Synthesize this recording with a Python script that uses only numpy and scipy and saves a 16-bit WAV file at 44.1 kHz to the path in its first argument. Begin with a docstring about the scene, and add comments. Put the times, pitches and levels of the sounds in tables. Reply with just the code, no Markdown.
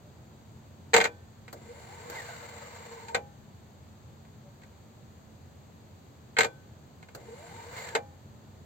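"""Under a car: an electric air-conditioning compressor starts and stops twice, heard by a phone.
Before each run a burst of hard clacks, made of noise and decaying tones, rings the engine bay and pipes.
Then the motor starts with a thin whine of sines, whose pitch climbs, leaps up and slides back, while gas
hisses as shaped noise. A click, a clack and a dull rebound end each run. A low outdoor rumble lies underneath."""
import sys
import numpy as np
from scipy import signal
from scipy.fft import rfft, irfft, next_fast_len
from scipy.io import wavfile
from scipy.ndimage import uniform_filter1d

SR = 44100
rng = np.random.default_rng(int(sys.argv[2]) if len(sys.argv) > 2 else 0)


def generate_wav(sig):
    """Save sig (samples, or channels by samples) to the path in sys.argv[1] as 16-bit PCM at SR."""
    pcm = np.round(np.clip(np.atleast_2d(sig).T, -1, 1) * 32767).astype(np.int16)
    wavfile.write(sys.argv[1], SR, pcm)


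N = 381465
TIME = np.arange(N) / SR

# runs of the compressor:
# (start [s], stop [s], jolt as the whine leaps [dB], settling time after the leap [s])
RUNS = [(1.528, 3.1461, -35.5, .075), (7.149, 7.9502, -48, .14)]
# motor whine: (multiple of the base rate, relative level [dB], change at the height of the leap [dB])
WHINE = [(24, -1, -8), (54, 0, 7.5), (108, -19, 5)]
# inverter tones: (offset from the carrier [base rates], relative level [dB])
INVERTER_TONES = [(-15, 10), (5, 5), (8, 4)]
# resonances of the running compressor's casing: (frequency [Hz], width [Hz], relative level [dB])
CASING = [(474, 15, 5.5), (904, 33, 0), (1536, 33, -5), (2068, 63, -3), (2386, 20, -7), (2875, 40, -14),
          (3270, 77, -31), (3750, 77, -17.5), (4320, 90, -15), (5490, 29, -24), (5880, 96, -10.5),
          (6600, 52, -30), (6840, 36, -23), (7070, 71, -11), (7540, 43, -7), (8300, 98, -14.5),
          (8850, 64, -27)]
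# resonances of the engine bay: (frequency [Hz], width [Hz], relative level [dB])
BAY = [(465.1, 26, 4), (760, 34, -1.5), (901.5, 42, -0.5), (1110, 30, -14.5), (1528.5, 32, -3),
       (1898, 92, -0.5), (2138, 52, -0.5), (2403, 22, -7), (2560, 42, -10), (3230, 100, -8.5),
       (3300, 66, -14), (3745, 100, -6), (4120, 143, 1.5), (4350, 89, -37), (4853, 110, -3.5),
       (5060, 49, -22.5), (5900, 280, -23), (6340, 56, -43), (6390, 97, -4.5), (7610, 150, 1.5),
       (7300, 110, -10), (8300, 75, -21.5)]
# clatter before each run: (time [s], level before mixing [dB], low thud relative [dB], treble relative [dB])
CLACKS = [(0.9334, -13, -2.5, -8), (0.9395, -6.5, -2, -1.5), (0.9464, -7, -5.5, -12.5),
          (0.963, -6.5, -3.5, -3.5), (0.9781, -14.5, 4.5, -2), (1.0011, -11.5, -3.5, -9.5),
          (1.0114, -12.5, -8, -6), (1.0399, -14, -13, -3.5), (1.0514, -14.5, -4.5, -9),
          (6.3666, -15.5, -13, -19), (6.374, -23, -9, -18), (6.3854, -6.5, -3, -4.5),
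          (6.4059, -7, -11.5, -7), (6.4314, -18, -11.5, -5), (6.4446, -19, 1.5, -3.5)]
# light ticks while the motor stands: (time [s], level before mixing [dB])
TICKS = [(1.4792, -37), (4.25, -52), (4.6173, -48), (4.6333, -44), (7.0262, -40.5), (7.0858, -42.5)]
# lingering tones of pipes and brackets: (frequency [Hz], time to fall by 60 dB [s],
# relative level in the clatter before each run [dB], relative level at the stop [dB])
PIPES = [(318, .6, -19, -23), (479, .22, 3, 4), (533, .34, -13, -1), (587, .22, -10, -1),
         (818, .42, -12, 1), (969, .4, -21, -19), (1529, .55, -14, -20), (1795, 2, -37, -30),
         (2353, .22, -7, -9), (3418, .45, -24, -30), (7434, .43, -22, -29)]
# tone colour of the gas hiss: (frequency [Hz], relative level per Hz [dB])
GAS = [(200, -47), (450, 10), (900, 10.5), (1300, 5), (2200, 7.5), (2900, -3.5), (4300, 1), (6000, -4),
       (7400, 0.5), (9500, -7), (12500, -16), (15500, -11)]
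# tone colour of a jolt: (frequency [Hz], relative level per Hz [dB])
JOLT = [(100, -14), (300, -4.5), (600, 2.5), (1000, -10), (1600, -3.5), (3000, -21), (4300, -10.5),
        (7500, -11.5), (10000, -14.5), (15000, -18.5)]
# tone colour of a clack's crack: (frequency [Hz], relative level per Hz [dB])
CRACK = [(50, -41.5), (110, -14.5), (220, -4), (310, -13), (420, 1.5), (620, 0.5), (850, -3), (1200, -5.5),
         (2100, -1.5), (2700, -9.5), (4300, -10.5), (7500, -8.5), (10000, -19.5), (15000, -30)]
# tone colour of the outdoor rumble: (frequency [Hz], relative level per Hz [dB])
OUTDOORS = [(25, -35), (50, -18.5), (66, -10.5), (87, 0), (108, -1.5), (150, -5), (190, -11), (300, -15.5),
            (550, -19.5), (850, -22.5), (1200, -28.5), (3000, -36), (7000, -35), (14000, -46)]
# faint far-off tones: (time [s], length [s], frequency [Hz], peak level [dB])
FAR_TONES = [(0.0, 0.13, 594, -59), (4.411, 0.12, 572, -55)]
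# how unlike the two microphone ports hear: (frequency [Hz], side minus mid [dB])
WIDTH = [(100, -16), (200, -7.5), (400, -7), (700, -2.5), (1250, 2), (2200, -4), (3500, 0)]
# the phone's uneven treble: (from [Hz], to [Hz], left [dB], right [dB])
MICROPHONE = [(4800, 6150, -6, -10), (6150, 7750, 1, -4), (7750, 8600, -2, -7), (8600, 11600, -15, -16)]

# every start is alike: the base rate of the whine starts low and climbs steadily for a fixed time
START_HZ, RAMP_HZ_PER_S, RAMP_S = 3.4, 30.5, .571
# then the whine leaps to about twice its pitch, drops back quickly and slides down
LEAP_HZ, LEAP_S, SETTLED_HZ, SLIDE_HZ_PER_S = 40, .06, 28, 13
# the drive cuts out this long before the shaft stops dead
COAST_S = 0.063
# the whine's base level, the share that bypasses the resonances, its flicker
WHINE_DB, DIRECT, FLICKER_DB = -49, .05, 3.5
# the unrest of the whine's pitch as a share of its rate, at or below the reference rate
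JITTER = .024
# an echo under the car interferes with the whine as it sweeps: its delay and strength (0-1)
ECHO_S, ECHO_GAIN = .0087, .65
# levels at the reference rate and their rise for each doubling of the rate
REFERENCE_HZ = 20
GAS_DB, GAS_RISE_DB = -50, 6
CASING_DB, CASING_RISE_DB = -51.5, 5
# the hiss rises further with the leap; coasting chokes it and makes the casing shudder
LEAP_GAS_DB, CHOKE_DB, SHUDDER_DB = 3, -8, -42
TOP_HZ = 15900  # where the phone cuts the top


def undb(db):
    """Turn decibels into gain."""
    return 10 ** (np.asarray(db) / 20)


def unit(x):
    """Scale to an rms (average strength) of 1."""
    return x / np.sqrt(np.mean(x ** 2))


def shape(points):
    """Gain at any frequency, drawn through (frequency [Hz], level [dB]) points."""
    hz, db = np.transpose(points)
    return lambda f: undb(np.interp(np.log(f + 1), np.log(hz), db))


def resonances(peaks):
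    """Response of objects that favour certain pitches; neighbours in the table have opposite signs."""
    def response(f):
        total = 0
        for k, (hz, width, db) in enumerate(peaks):
            peak = 1j * f * width / (hz ** 2 - f ** 2 + 1j * f * width)
            total = total + (-1) ** k * undb(db) * peak
        return total
    return response


def filtered(x, response):
    """Change a sound's tone by scaling each of its frequencies."""
    size = next_fast_len(x.shape[-1], True)
    hz = np.arange(size // 2 + 1) * SR / size
    return irfft(rfft(x, size) * response(hz), size)[..., :x.shape[-1]]


def noise(response, size):
    """Coloured stereo noise, alike at both ports in the bass and less alike in the treble."""
    mid, side = rng.standard_normal((2, size))
    side = filtered(side, shape(WIDTH))
    return unit(filtered(np.array([mid + side, mid - side]), response))


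def wobble(size, hz):
    """A random wobble of rms 1, mostly slower than the given rate."""
    return unit(filtered(rng.standard_normal(size), lambda f: 1 / (1 + (f / hz) ** 2)))


def fade(t, t60):
    """Smooth dying away, by 60 dB in t60 seconds."""
    return np.exp(-np.log(1000) * t / t60)


def ring(modes, t):
    """Decaying (Hz, gain, t60) tones; the higher ones reach the two ports more out of step."""
    out = 0
    for hz, gain, t60 in modes:
        lag = np.arctan(shape(WIDTH)(hz)) * rng.choice([-1, 1]) * np.array([[1], [-1]])
        tone = np.sin(2 * np.pi * (hz * t + rng.random()) + lag)
        out = out + gain * fade(t, t60) * tone
    return out


def add(out, start_s, sound):
    """Mix a sound in from a given time."""
    i = max(int(start_s * SR), 0)
    out[:, i:i + sound.shape[-1]] += sound[:, :N - i]


def compressor(length_s, settle_s, inverter_db=-62, ripple=0.1, throb_db=0.95, flutter_db=1.2,
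               squeeze_db=5, carrier_hz=9950):
    """One run: the whine sweeps, gas throbs once a cycle of the base rate, the inverter sings."""
    t = TIME[:int(length_s * SR)]
    gate = np.clip(t / 0.027, 0, 1) * np.clip((length_s - t) / 0.0017, 0, 1)
    hz, leap = base_rate(t, settle_s)
    doublings = np.log2(hz / REFERENCE_HZ)
    coast = np.clip(1 - (length_s - t) / COAST_S, 0, 1)
    pressure = np.clip((t - .5) / .5, 0, 1)

    # as pressure builds, each compression sways the whine's pitch and makes the motor strain
    stroke = pressure * np.sin(2 * np.pi * np.cumsum(hz) / SR)
    steadiness = np.minimum(REFERENCE_HZ / hz, 1) ** 2  # a high rate is steadier
    unrest = (ripple * stroke + JITTER * wobble(len(t), 77)) * steadiness
    angle = 2 * np.pi * np.cumsum(hz * (1 + unrest)) / SR

    whine = motor_whine(hz, angle, leap)
    whine *= undb(WHINE_DB + squeeze_db * (stroke - pressure / 2))
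    whine *= undb(FLICKER_DB * wobble(len(t), 31))
    whine = through_body(whine)

    # the inverter's tones fan out as the rate climbs and fade as the motor takes up its load
    inverter = sum(undb(db) * np.sin(2 * np.pi * carrier_hz * t + order * angle)
                   for order, db in INVERTER_TONES)
    inverter *= undb(inverter_db) * hz / LEAP_HZ * (1 - .85 * pressure)

    # hiss and casing noise grow with the rate and sink once the drive is cut; then the casing shudders
    gas = noise(shape(GAS), len(t)) * undb(GAS_DB + GAS_RISE_DB * doublings + LEAP_GAS_DB * leap)
    casing = noise(resonances(CASING), len(t)) * undb(CASING_DB + CASING_RISE_DB * doublings)
    low_casing = noise(lambda f: resonances(CASING)(f) / (1 + (f / 1200) ** 4), len(t))
    shudder = low_casing * undb(SHUDDER_DB) * coast
    flow = undb(CHOKE_DB * coast + throb_db * stroke + flutter_db * wobble(len(t), 76))
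    return gate * ((gas + casing) * flow + shudder + whine + inverter)


def base_rate(t, settle_s):
    """Rate that sets the whine's pitch [Hz] and strength of its leap (0-1), t seconds after a start."""
    ramp = START_HZ + RAMP_HZ_PER_S * np.minimum(t, RAMP_S)
    rise = np.clip((t - RAMP_S) / LEAP_S, 0, 1)
    since_peak = np.maximum(t - RAMP_S - LEAP_S, 0)
    drop_back = np.exp(-since_peak / settle_s)
    after = SETTLED_HZ - SLIDE_HZ_PER_S * since_peak + (LEAP_HZ - SETTLED_HZ) * drop_back
    return ramp + rise * (after - ramp), rise * drop_back


def motor_whine(hz, angle, leap):
    """Tones at whole multiples of the base rate, whose balance shifts in the leap."""
    ports = np.array([[1], [-1]])
    whine = 0
    for order, db, strain_db in WHINE:
        lag = ports * np.arctan(shape(WIDTH)(order * hz))
        whine = whine + undb(db + strain_db * leap) * np.sin(order * angle + lag)
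    return whine


def through_body(whine):
    """The whine swells as it crosses casing or bay resonances, sinks between, and meets its echo."""
    def response(f):
        body = DIRECT + abs(resonances(CASING)(f)) + abs(resonances(BAY)(f)) / 2
        echo = 1 + ECHO_GAIN * np.exp(-2j * np.pi * f * ECHO_S)
        bass_cut = 1 + (380 / (f + 1)) ** 6
        return echo * body ** .55 / bass_cut  # the power evens out the resonances
    return filtered(whine, response)


def jolts(start_db=-36.0):
    """The current steps as each run starts and again as its whine leaps."""
    out = np.zeros((2, N))
    for start, _, leap_db, _ in RUNS:
        add(out, start, jolt(start_db))
        add(out, start + RAMP_S, jolt(leap_db))
    return out


def jolt(level_db, thud_db=-1, tick_t60=0.059, thud_t60=0.33):
    """A step of current snaps the windings and nudges the motor in its mounts."""
    t = TIME[:SR // 3]
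    burst = noise(shape(JOLT), len(t))
    thud = filtered(burst, lambda f: 1 / (1 + (f / 900) ** 4))
    tick = (burst - thud) * fade(t, tick_t60)
    return undb(level_db) * (tick + undb(thud_db) * thud * fade(t, thud_t60))


def stops(rebound_s=.005):
    """A click as the drive cuts out, a clack as the shaft stops dead, then a dull rebound."""
    out = np.zeros((2, N))
    for _, stop, *_ in RUNS:
        add(out, stop - COAST_S, clack(level_db=-34, thud_db=-13, treble_db=-1.5))
        add(out, stop, clack(level_db=-13.5, thud_db=-4.0, treble_db=-6))
        add(out, stop, pipes(level_db=-38.0, column=3))
        add(out, stop + rebound_s, clack(level_db=-19.5, thud_db=3.5, treble_db=-15))
    return out


def clacks(pipes_db=-26.5):
    """The hard blows of the clatter, which set the pipes ringing, and the light ticks."""
    out = np.zeros((2, N))
    for s, level_db, thud_db, treble_db in CLACKS:
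        add(out, s, clack(level_db, thud_db, treble_db))
        add(out, s, pipes(level_db + pipes_db, column=2))
    for s, level_db in TICKS:
        add(out, s, clack(level_db, thud_db=-6, treble_db=-7))
    return out


def clack(level_db, thud_db, treble_db, crack_t60=0.083, thud_t60=0.15, bay_db=-4, crack_db=-6,
          swell_s=0.0032, contact_s=0.00061):
    """One blow: a crack scattered by nearby metal, with the bay's short resonances."""
    t = TIME[:SR // 4]
    colour = shape([(900, level_db + thud_db), (1400, level_db), (2400, level_db),
                    (6300, level_db + treble_db)])
    scatter = filtered(noise(shape(CRACK), len(t)), colour)
    thud = filtered(scatter, lambda f: 1 / (1 + (f / 1000) ** 6))
    swell = 1 - np.exp(-t / swell_s)  # the lows build up late and stay longer
    contact = 1 - np.exp(-t / contact_s)
    crack = (scatter - thud) * contact * fade(t, crack_t60)
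    crack += thud * swell * fade(t, thud_t60)
    # the wider a resonance, the sooner it dies away
    modes = [(hz, undb(db) * colour(hz) * np.sqrt(width / 50), np.log(1000) / np.pi / width)
             for hz, width, db in BAY]
    return undb(crack_db) * crack + undb(bay_db) * ring(modes, t) * swell


def pipes(level_db, column):
    """Pipes and brackets ring on after a hard blow, mixed by one column of their table."""
    modes = [(mode[0], undb(level_db + mode[column]), mode[1]) for mode in PIPES]
    return ring(modes, TIME[:3 * SR // 2])


def panels(x, count=14):
    """Nearby metal panels throw the treble back within a few milliseconds and comb it."""
    echoes = np.zeros((2, SR // 50))
    for side in echoes:
        lag_s = rng.uniform(.0005, .009, count)
        side[(lag_s * SR).astype(int)] = rng.choice([-1, 1], count) * fade(lag_s, .05) * .3
    treble = filtered(x, lambda f: 1 - 1 / (1 + (f / 2800) ** 6))
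    combed = treble + signal.fftconvolve(treble, echoes, axes=1)[:, :N]
    gain = np.sqrt(1 + np.sum(echoes ** 2, axis=1, keepdims=True))  # what the echoes add in strength
    return x - treble + combed / gain


def outdoors(rumble_db=-51.5, hum_hz=218, hum_width_hz=4, hum_db=-63, swell_db=-0.35):
    """A rumble with gently swelling lows, a wavering hum of narrow noise and brief far-off tones."""
    swell = wobble(N, 3)
    out = noise(shape(OUTDOORS), N) * undb(rumble_db)
    lows = filtered(out, lambda f: 1 / (1 + (f / 400) ** 4))
    out += (undb(swell_db * swell) - 1) * lows
    out += noise(lambda f: 1 / (1 + ((f - hum_hz) / hum_width_hz) ** 2), N) * undb(hum_db)
    for s, length, hz, db in FAR_TONES:
        t = TIME[:int(length * SR)]
        tone = np.hanning(len(t)) * np.sin(2 * np.pi * hz * t)
        add(out, s, undb(db) * tone * np.ones((2, 1)))
    return out


def scene():
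    """Two runs, jolts, stops and clatter among the panels, over the outdoor background."""
    machine = clacks() + jolts() + stops()
    for start, stop, _, settle_s in RUNS:
        add(machine, start, compressor(stop - start, settle_s))
    return panels(machine) + outdoors()


def record(dry):
    """The phone rounds the loudest peaks, colours the treble of each side and cuts the top."""
    def colour(f):
        db = sum(np.array([[left], [right]]) * ((f >= low) & (f < high))
                 for low, high, left, right in MICROPHONE)
        return uniform_filter1d(undb(db), size=1000)  # soften the steps between bands
    rounded = .9 * np.tanh(dry / .9)
    heard = filtered(rounded, colour)
    top_cut = signal.ellip(10, .2, 80, TOP_HZ, fs=SR, output="sos")
    return signal.sosfilt(top_cut, heard)


dry = scene()
out = record(dry)
generate_wav(out)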